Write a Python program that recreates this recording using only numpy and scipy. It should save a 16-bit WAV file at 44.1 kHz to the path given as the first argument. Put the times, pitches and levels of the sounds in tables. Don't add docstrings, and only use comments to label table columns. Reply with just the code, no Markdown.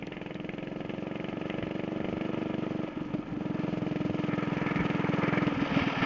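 import sys
import numpy as np
from scipy import signal
from scipy.fft import rfft, irfft, next_fast_len
from scipy.io import wavfile
from scipy.ndimage import uniform_filter1d

SR = 44100
rng = np.random.default_rng(int(sys.argv[2]) if len(sys.argv) > 2 else 0)


def master_out(mix):
    frames = np.transpose(np.atleast_2d(mix))
    ceiling = np.clip(frames, -1, 1)
    pcm = np.round(ceiling * 32767).astype(np.int16)
    wavfile.write(sys.argv[1], SR, pcm)


N = 266805
TIME = np.arange(N) / SR


def amp(db):
    return 10 ** (np.asarray(db) / 20)


def unit_rms(x):
    return x / np.sqrt(np.mean(x ** 2) + 1e-20)


def curve(rows, at, column=1):
    rows = np.asarray(rows, float)
    return np.interp(at, rows[:, 0], rows[:, column])


def noise():
    return rng.standard_normal(N)


def eq(x, gain):
    size = next_fast_len(N + 4096)
    return irfft(rfft(x, size) * gain(np.fft.rfftfreq(size, 1 / SR)), size)[:N]


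def coloured(x, points):
    f, db = np.transpose(points)
    return unit_rms(eq(x, lambda hz: amp(np.interp(np.log(hz + 1), np.log(f), db))))


def wander(hz):
    return unit_rms(eq(noise(), lambda f: np.exp(-(f / hz) ** 2)))


def grains(per_s, spread_db):
    size = amp(spread_db * np.minimum(rng.exponential(1, N), 4))
    return unit_rms(size * np.sign(noise()) * (rng.random(N) < per_s / SR))


# (time [s], firing rate [Hz])
FIRING_RATE = [(0.0, 20.69), (0.3, 21.65), (0.6, 22.17), (1.0, 22.87), (1.4, 23.42), (1.9, 23.97),
               (2.35, 24.29), (2.75, 23.76), (3.15, 22.44), (3.5, 22.02), (4.0, 21.53), (4.45, 21.15),
               (4.8, 21.02), (5.05, 21.16), (5.2, 21.02), (5.38, 21.46), (5.6, 20.21), (5.68, 20.65),
               (5.78, 19.72), (6.05, 18.99)]
def revs(at, cruise_hz=22):
    return curve(FIRING_RATE, at) - cruise_hz


def crank():
    cycles = np.cumsum(curve(FIRING_RATE, TIME)) / SR + .49
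    cycle = cycles.astype(int)
    opens = np.interp(np.arange(cycle[-1] + 2), cycles, TIME,
                      left=-.5 / FIRING_RATE[0][1], right=TIME[-1] + 1)
    return cycle, cycles % 1, opens


CLOSEST_M, CLOSEST_S, KART_M_PER_S, SOUND_M_PER_S = 8.47, 5.586, 8.14, 343
def pass_by(at):
    ahead = KART_M_PER_S * (CLOSEST_S - at)
    distance = np.hypot(CLOSEST_M, ahead)
    return distance, KART_M_PER_S * ahead / distance


# (time [s], flank shown [0-1])
HEADING = [(0, 0.2), (4.1, 0.11), (4.6, 0.88), (5.4, 0.48), (6.05, 0.85)]
def flank(at):
    return curve(HEADING, at)


# (start [s], end [s])
THROTTLE_SHUT = [(2.89, 3.385), (5.49, 6.3)]
def coasting(at, ramp_s=0.3):
    return sum(np.clip((at - start) / ramp_s, 0, 1) - np.clip((at - end) / ramp_s, 0, 1)
               for start, end in THROTTLE_SHUT)


# (time [s], opening [0-1])
THROTTLE = [(0, 0.97), (.5, 1.0), (1.5, 1), (2.3, 0.86), (3.45, 0.16), (4.1, 0.5), (6.05, 0)]
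def fader(at, db, rev_db=0, throttle_db=0, flank_db=0):
    distance_db = 20 * np.log10(CLOSEST_M / pass_by(at)[0])
    pedal_db = throttle_db * (curve(THROTTLE, at) - 1)
    return db + distance_db + rev_db * revs(at) + pedal_db + flank_db * flank(at)


# (time [s], charge lost [0-1])
MISFIRES = [(2.878, 0.26), (2.92, 0.6), (3.228, 0.55), (3.273, 0.31), (5.662, 0.48), (5.916, 0.26)]
# (time [s], chug trim [dB])
COLD_PUFFS = [(3.052, -5.5), (3.095, -6.5), (3.318, -1.5), (5.565, -3.5), (5.713, -4), (5.815, -2),
              (5.968, -0.5)]
# (time [s], chug trim [dB], crack trim [dB])
CATCHES = [(3.008, 1.5, -9.5), (3.139, 2.5, 1.5), (3.184, 2.5, -16), (3.363, 1, -12), (5.613, 2.5, -13),
           (5.763, 5.5, -7), (5.865, 4.5, -11), (6.02, 5.5, -16)]
def firings(opens, shut_chug_db=-0.5, shut_crack_db=-25.5, misfire_chug_db=-20, misfire_crack_db=-33):
    trims = np.zeros((len(opens), 3))
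    nearest = lambda s: np.argmin(abs(opens - s))
    for start, end in THROTTLE_SHUT:
        trims[(opens > start) & (opens < end)] = shut_chug_db, shut_crack_db, 0
    for s, lost in MISFIRES:
        trims[nearest(s)] = lost * misfire_chug_db, lost * misfire_crack_db, 0
    for s, chug_trim in COLD_PUFFS:
        trims[nearest(s)] = chug_trim, shut_crack_db, 1
    for s, chug_trim, crack_trim in CATCHES:
        trims[nearest(s)] = chug_trim, crack_trim, 0
    chug_trim_db, blowdown_db, cold = trims.T
    chug_db = fader(opens, db=-21, rev_db=1, throttle_db=-0.5, flank_db=-3.5) + chug_trim_db
    crack_db = fader(opens, db=-13.5, rev_db=1.17, throttle_db=6, flank_db=1.1) + blowdown_db
    snap = rng.standard_normal(len(opens))
    return chug_db - 0.77 * snap, crack_db + 0.73 * snap, blowdown_db, cold


def silencer_note(at, cruise_hz=300.2, heat_hz_per_rev=6.53, cooling_hz=2.6):
    doppler = 1 + pass_by(at)[1] / SOUND_M_PER_S
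    return (cruise_hz + heat_hz_per_rev * revs(at) - cooling_hz * coasting(at)) * doppler


# (cycle phase [0-1], pitch [x silencer note], level [dB])
PIPE_SWEEP = [(0, 0.52, 1), (.18, 0.597, 1.5), (.26, 1.066, 1.5), (.34, 0.99, -4), (.43, 1.022, -8),
              (.7, 0.971, -13), (1, 1, -14.5)]
def chug(cycle, phase, opens, level_db, blowdown_db, cold, detune=0.0075, cold_sag=0.25, linger_db=6,
         flank_db=-4, scatter_db=1.5, rev_db=-.5):
    valve_open = np.exp(-(phase / 0.34) ** 4)
    tuning = 1 + detune * rng.standard_normal(len(opens))
    hz = silencer_note(TIME) * curve(PIPE_SWEEP, phase) * tuning[cycle]
    turns = np.cumsum(hz * (1 - cold_sag * cold[cycle] * valve_open)) / SR
    tail_db = linger_db * cold[cycle]
    tail_db += flank_db * flank(TIME) + scatter_db * np.tanh(rng.standard_normal(len(opens)))[cycle]
    envelope_db = curve(PIPE_SWEEP, phase, column=2) + tail_db * (1 - valve_open)
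    envelope_db += rev_db * np.maximum(revs(TIME), 0) * np.exp(-(phase / 0.25) ** 4)
    weak = np.clip(-blowdown_db / 12, 0, 1)[cycle]
    angle = 2 * np.pi * (turns - np.interp(opens, TIME, turns)[cycle] - 0.11 - 0.12 * weak)
    attack = 1 - 0.66 * weak * (1 - 0.51 * cold[cycle]) * np.exp(-(phase / 0.17) ** 2)
    declick = np.clip(phase / .03, 0, 1) * np.clip((1 - phase) / .03, 0, 1)
    surge_db = np.maximum(level_db - uniform_filter1d(level_db, size=9), 0)
    drive = 0.11 * (2.5 + 0.12 * surge_db)[cycle] * (1 - .7 * weak)
    octave = drive * amp(envelope_db) * np.clip(phase / 0.28, 0, 1) ** 2 * np.cos(2 * angle)
    return amp(level_db[cycle] + envelope_db) * attack * declick * (np.sin(angle) - octave)


# (pitch [x silencer note], level [dB], t60 [s])
PIPE_MODES = [(1.182, -21.5, 0.052), (1.501, -12.5, 0.047), (2.079, -27.5, 0.053), (2.351, -22, .03)]
def crack(opens, level_db, pulse_s=.0004, rebound_s=0.00078, inlet_phase=0.2803, inlet_db=-11):
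    out = np.zeros(N)
    for s, db in zip(opens, level_db):
        near = slice(*np.searchsorted(TIME, [s - .01, s + .1]))
        t = TIME[near] - s
        age, note = np.maximum(t, 0), silencer_note(s)
        width = pulse_s * (1 + 0.31 * flank(s))
        pulse = lambda delay: np.exp(-.5 * ((t - delay) / width) ** 2)
        inlet = amp(inlet_db) * pulse(inlet_phase / curve(FIRING_RATE, s))
        ring = sum(amp(mode_db - 60 * age / t60) * np.sin(2 * np.pi * ratio * note * age)
                   for ratio, mode_db, t60 in PIPE_MODES)
        out[near] += amp(db) * (0.68 * pulse(rebound_s) - pulse(0) + inlet + ring)
    return out


# (frequency [Hz], gain [dB])
CHAMBER_EQ = [(70, -3.5), (130, 1.5), (200, 0), (300, 2.5), (420, 1.5), (470, 1), (515, -2), (560, -2),
              (630, 5), (700, 2), (820, -1), (1200, 5)]
def chambers(x):
    f, db = np.transpose(CHAMBER_EQ)
    hz = abs(np.fft.fftfreq(4096, 1 / SR))
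    log_gain = np.log(amp(np.interp(np.log(hz + 1), np.log(f), db)))
    impulse = np.fft.ifft(np.exp(np.conj(signal.hilbert(log_gain)))).real
    return signal.oaconvolve(x, impulse[:len(hz) // 2])[:N]


# (time [s], trim [dB])
ACCENTS = [(.074, 3.5), (.121, 4), (.168, 2), (.215, 1.5), (.261, 2.5), (.444, 3.5), (.491, 4.5), (.58, 1),
           (.626, 1), (.716, -2.5), (.76, -4.5), (.893, 4.5), (.981, -0.5), (1.025, -2), (1.07, -2.5),
           (1.155, 4.5), (1.284, 3.5), (1.327, 0.5), (1.412, -0.5), (1.455, -4), (1.499, 4.5), (1.63, 5),
           (1.836, 2.5), (2.04, 3.5), (2.127, -2.5), (2.208, 2), (2.29, -3), (2.75, -13), (2.79, -11),
           (3.008, -1), (3.228, -8), (3.41, -15), (3.588, 3), (3.96, 6), (4.193, -3), (4.238, -1),
           (4.333, -2), (4.427, -10), (4.52, -14), (4.664, 1), (4.76, 2.5), (5.042, -7), (5.18, 0),
           (5.28, 0)]
def accents(opens, scatter_db=2):
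    trim_db = scatter_db * np.clip(rng.standard_normal(len(opens)), -2, 2)
    for s, db in ACCENTS:
        trim_db[np.argmin(abs(opens - s))] += db
    return trim_db


# (frequency [Hz], gain [dB])
SPIT_EQ = [(400, -15), (700, 2.5), (1100, -4.5), (1500, -8.5), (2100, 4), (2900, 0), (3400, -12),
           (3900, -27.5), (4700, -33.5), (6500, -38.5), (7500, -43.5)]
def spit(cycle, opens, force_db, delay_s=0.00072, rise_s=.0006, fall_s=.0012, tail_s=0.025, dull_hz=2400):
    age = np.maximum(TIME - opens[cycle] - delay_s, 0)
    attack = 1 - np.exp(-(age / rise_s) ** 2)
    decay = np.exp(-age / fall_s) + 0.15 * np.exp(-age / tail_s)
    level_db = fader(opens, db=-20.5, rev_db=-1, throttle_db=24.5, flank_db=11.5) + force_db
    bright = coloured(noise(), SPIT_EQ)
    dull = unit_rms(eq(bright, lambda f: 1 / (1 + (f / dull_hz) ** 10)))
    side = flank(TIME)
    return amp(level_db[cycle]) * attack * decay * ((1 - side) * bright + side * dull)


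# (frequency [Hz], level [dB], t60 [s])
SHELL_MODES = [(1715, 1, 0.031), (2130, -7.5, .016), (2500, -0.5, 0.02), (2950, -6, 0.053)]
def shell_ping(opens, force_db, uneven_db=3, detune=0.0061, delay_s=.002):
    out = np.zeros(N)
    level_db = fader(opens, db=-32, throttle_db=20, flank_db=0.5) + force_db
    for s, db in zip(opens, level_db):
        near = slice(*np.searchsorted(TIME, [s + delay_s, s + .03]))
        age = TIME[near] - s - delay_s
        for hz, mode_db, t60 in SHELL_MODES:
            strength, tuning, polarity = rng.standard_normal(3)
            decay = amp(db + mode_db + uneven_db * np.tanh(strength) - 60 * age / t60)
            out[near] += np.sign(polarity) * decay * np.sin(2 * np.pi * hz * (1 + detune * tuning) * age)
    return out


def lot_reverb(x, wet_db=-28, t60=0.27, echoes_per_s=2000):
    t = TIME[:SR // 2]
    taps = rng.standard_normal(len(t)) * (rng.random(len(t)) < echoes_per_s / SR) * amp(-60 * t / t60)
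    return x + amp(wet_db) * signal.fftconvolve(x, taps / np.linalg.norm(taps))[:N]


# (cycle phase [0-1], level [dB])
RATTLE_ENVELOPE = [(0, -5.5), (.07, -8.5), (.19, -3.5), (.3, -2.5), (.45, -9.5), (.6, -6), (.8, -5.5),
                   (1, -1.5)]
# (frequency [Hz], width [Hz], gain [dB])
CASING_PEAKS = [(256, 200, 4), (513, 150, 5.5), (943, 290, 0), (1257, 230, 2.5), (1720, 120, -3),
                (2150, 560, -7.5), (2550, 590, -9.5), (2926, 190, -9), (3180, 790, -17)]
def clatter(phase, flutter_db=2, rasp_hz=1950, rasp_width_hz=600, rasp_db=3, coasting_db=-4):
    blows = noise() + 0.96 * grains(per_s=700, spread_db=-0.5)
    blows *= amp(curve(RATTLE_ENVELOPE, phase) + flutter_db * wander(hz=45.5))
    casing = lambda f: np.sqrt(sum(amp(db) ** 2 / (1 + ((f - hz) / (width / 1.95)) ** 2) ** 2
                                   for hz, width, db in CASING_PEAKS))
    front = unit_rms(eq(blows, casing))
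    raspy = unit_rms(eq(front, lambda f: amp(rasp_db * np.exp(-((f - rasp_hz) / rasp_width_hz) ** 2))))
    level_db = fader(TIME, db=-40.5, rev_db=2.5, throttle_db=-2.5, flank_db=5.5)
    side = flank(TIME)
    return amp(level_db + coasting_db * coasting(TIME)) * ((1 - side) * front + side * raspy)


# (frequency [Hz], gain [dB])
VALVE_HISS_EQ = [(1000, -17), (2400, 13), (3300, 0.5), (4100, 1), (5000, -7.5), (6200, -11.5),
                 (7400, -24.5)]
def valve_hiss(cycle, opens, force_db, rise_s=0.0011, fall_s=0.01):
    age = np.maximum(TIME - opens[cycle], 0)
    level_db = fader(opens, db=-40.5, throttle_db=-1, flank_db=1) + .5 * force_db
    swell = (1 - np.exp(-(age / rise_s) ** 2)) * np.exp(-age / fall_s)
    return amp(level_db[cycle]) * swell * coloured(noise(), VALVE_HISS_EQ)


# (pitch [x firing rate], level [dB])
CHAIN_PARTIALS = [(16, 0), (24, 5), (28, -5)]
# (frequency [Hz], gain [dB])
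CHAIN_GUARD_EQ = [(330, 1), (360, 2.5), (390, 1), (505, -6), (540, 2.5), (560, -0.5), (585, -1.5),
                  (620, -4), (680, 2)]
def chain_whine(phase, slack_db=-10):
    firing_hz = curve(FIRING_RATE, TIME)
    tones = sum(amp(db + curve(CHAIN_GUARD_EQ, order * firing_hz)) * np.sin(2 * np.pi * order * phase)
                for order, db in CHAIN_PARTIALS)
    level_db = fader(TIME, db=-40.5, rev_db=-0.5, throttle_db=26, flank_db=-14)
    return amp(level_db + slack_db * coasting(TIME)) * tones


# (frequency [Hz], gain [dB])
GRAVEL_EQ = [(500, -7.5), (2000, 0.5), (3150, 8), (3650, -4), (3950, 0), (4150, 7), (4330, -3.5),
             (4850, -2.5), (5400, -5.5), (6100, -6), (7000, -12), (7500, -35)]
def gravel(clump_db=4, coasting_db=-3):
    crunch = noise() + 0.15 * grains(per_s=13000, spread_db=-5)
    crunch *= amp(clump_db * np.tanh(wander(hz=51.4)))
    level_db = fader(TIME, db=-50, rev_db=.5, throttle_db=4.5, flank_db=-0.5)
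    return amp(level_db + coasting_db * coasting(TIME)) * coloured(crunch, GRAVEL_EQ)


# (time [s], level [dB])
SCRAPE_LEVEL = [(0, -62), (1.3, -55.5), (2.6, -54.5), (3.2, -54.5), (3.6, -50.5), (4.15, -55), (4.6, -42.5),
                (5.1, -39), (5.35, -38), (5.6, -44), (6.05, -40)]
# (frequency [Hz], gain [dB])
SCRAPE_EQ = [(400, -8), (850, 6), (1050, 6.5), (1300, 5), (1750, 3.5), (2300, -1), (3000, -14),
             (3600, -31.5), (7000, -49.5)]
def scrape(clump_db=3):
    crunch = noise() + .9 * grains(per_s=900, spread_db=1)
    crunch *= amp(clump_db * np.tanh(wander(hz=35)))
    return amp(curve(SCRAPE_LEVEL, TIME)) * coloured(crunch, SCRAPE_EQ)


# (frequency [Hz], gain [dB])
AIR_EQ = [(20, 0), (45, 1), (90, -6), (200, -1), (500, -11.5), (1000, -16.5), (4000, -53.5)]
# (time [s], level [dB], half-width [s])
THUMPS = [(1.637, -32, 0.014), (1.68, -39.5, 0.012), (2.107, -43, 0.066), (4.11, -39, 0.033),
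          (4.81, -28.5, 0.027), (5.568, -38, 0.08), (5.727, -33.5, 0.027), (5.82, -36, 0.023),
          (6.014, -39, 0.02)]
def air_and_thumps(air_db=-47, swell_db=2):
    thumps = sum(amp(db) * np.exp(-((TIME - s) / width) ** 2) for s, db, width in THUMPS)
    rumble = coloured(noise(), [(15, -14.5), (40, -4.5), (120, -11), (220, -9), (600, -54), (2000, -99)])
    bed = amp(air_db + swell_db * wander(hz=3.1)) * coloured(noise(), AIR_EQ)
    return bed + thumps * rumble


# (time [s], level [dB])
TICKS = [(0.069, -39), (0.344, -39)]
def ticks(fall_s=.002):
    decays = sum(amp(db) * (TIME > s) * np.exp(-abs(TIME - s) / fall_s) for s, db in TICKS)
    return decays * coloured(noise(), [(500, -2), (2500, -2), (4000, 6), (6300, -10), (7500, -19)])


# (time [s], level [dB])
POPS = [(2.8817, -32), (2.9236, -39), (3.1407, -38), (3.230, -39), (5.6635, -31), (5.7748, -30)]
def pops(hz=610, half_width_s=.0035):
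    return sum(amp(db) * np.sin(2 * np.pi * hz * (TIME - s)) * np.exp(-((TIME - s) / half_width_s) ** 2)
               for s, db in POPS)


# (time [s], level [dB], decay [s])
CLANKS = [(4.289, -36, 0.012), (4.311, -39, 0.021), (4.332, -38, 0.01), (4.379, -35.5, 0.024),
          (4.427, -33, 0.0081), (4.473, -43, 0.0072), (4.565, -38, 0.0055), (4.614, -37, .009),
          (4.663, -31.5, 0.032), (4.76, -39, 0.027), (4.79, -32, 0.022), (5.041, -30.5, 0.0063),
          (5.121, -32, 0.0075), (5.219, -29.5, 0.031), (5.281, -32, .012), (5.324, -32.5, 0.032),
          (5.374, -31.5, 0.013), (5.423, -32, 0.021), (5.594, -28, 0.0063), (5.792, -35, .006),
          (5.817, -28, 0.0083), (5.872, -34, .007), (6.017, -31, 0.057)]
# (frequency [Hz], level [dB], t60 [s])
FRAME_MODES = [(1303, 2, 0.021), (1433, -5.5, 0.022), (1750, 5.5, 0.01), (1807, -5, 0.058),
               (2086, 5.5, 0.0061), (2326, 2, 0.016), (3030, -14.5, 0.0077)]
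def clanks(lowpass_hz=3100):
    shaking = sum(amp(db) * (TIME > s) * np.exp(-abs(TIME - s) / decay) for s, db, decay in CLANKS)
    t = TIME[:SR // 10]
    ring = sum(amp(db - 60 * t / t60) * np.sin(2 * np.pi * hz * t) * (-1) ** k
               for k, (hz, db, t60) in enumerate(FRAME_MODES))
    strikes = unit_rms(eq(grains(per_s=3200, spread_db=-1), lambda f: 1 / (1 + (f / lowpass_hz) ** 8)))
    steady_rms = np.std(signal.oaconvolve(strikes, ring)[:N])
    return signal.oaconvolve(strikes * shaking, ring)[:N] / steady_rms


# (peak time [s], level [dB])
SKIDS = [(5.768, -36), (6.03, -33.5)]
# (frequency [Hz], gain [dB])
SKID_EQ = [(150, -10.5), (450, 4.5), (800, 4), (1050, 3.5), (1300, 4.5), (1520, -4.5), (1750, 4.5),
           (2000, -4), (2300, 4.5), (2650, -0.5), (3200, -2), (3450, -12), (3800, -10), (4400, -16),
           (4800, -14), (5200, -17.5), (6100, -23), (6500, -37.5)]
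def skid(rise_s=0.25, fall_s=0.076, clump_db=2.5):
    swell = sum(amp(db) * np.exp(-((TIME - s) / np.where(TIME < s, rise_s, fall_s)) ** 2)
                for s, db in SKIDS)
    crunch = noise() + 0.59 * grains(per_s=1000, spread_db=0.5)
    crunch *= amp(clump_db * wander(hz=60))
    return swell * coloured(crunch, SKID_EQ)


def scene():
    cycle, phase, opens = crank()
    chug_db, crack_db, blowdown_db, cold = firings(opens)
    force_db = blowdown_db + accents(opens)
    pulses = chug(cycle, phase, opens, chug_db, blowdown_db, cold) + crack(opens, crack_db)
    exhaust = chambers(pulses) + spit(cycle, opens, force_db) + shell_ping(opens, force_db) + pops()
    machinery = clatter(phase) + clanks() + valve_hiss(cycle, opens, force_db) + chain_whine(phase)
    kart = lot_reverb(exhaust) + machinery + gravel() + scrape() + skid()
    return (kart + air_and_thumps() + ticks())[None]


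# (frequency [Hz], half-width [Hz], gain [dB])
MIC_EQ = [(1090, 99, -4.5), (1508, 37, -7), (1940, 30, -6.5), (3980, 150, -13.5), (3964, 110, 5.5),
          (4300, 79, -4.5), (5520, 250, -2.5)]
def record(dry, bass_hz=80, bass_floor=0.32, top_hz=7350):
    bass = lambda f: bass_floor + (1 - bass_floor) / (1 + (bass_hz / (f + 1)) ** 6)
    dips = lambda f: amp(sum(db * np.exp(-((f - hz) / width) ** 2) for hz, width, db in MIC_EQ))
    thin = eq(dry[0], lambda f: bass(f) * dips(f))
    high_cut = signal.firwin(511, top_hz, window=("kaiser", 9), fs=SR)
    return signal.oaconvolve(thin, high_cut, "same")[None]


dry = scene()
out = record(dry)
master_out(out)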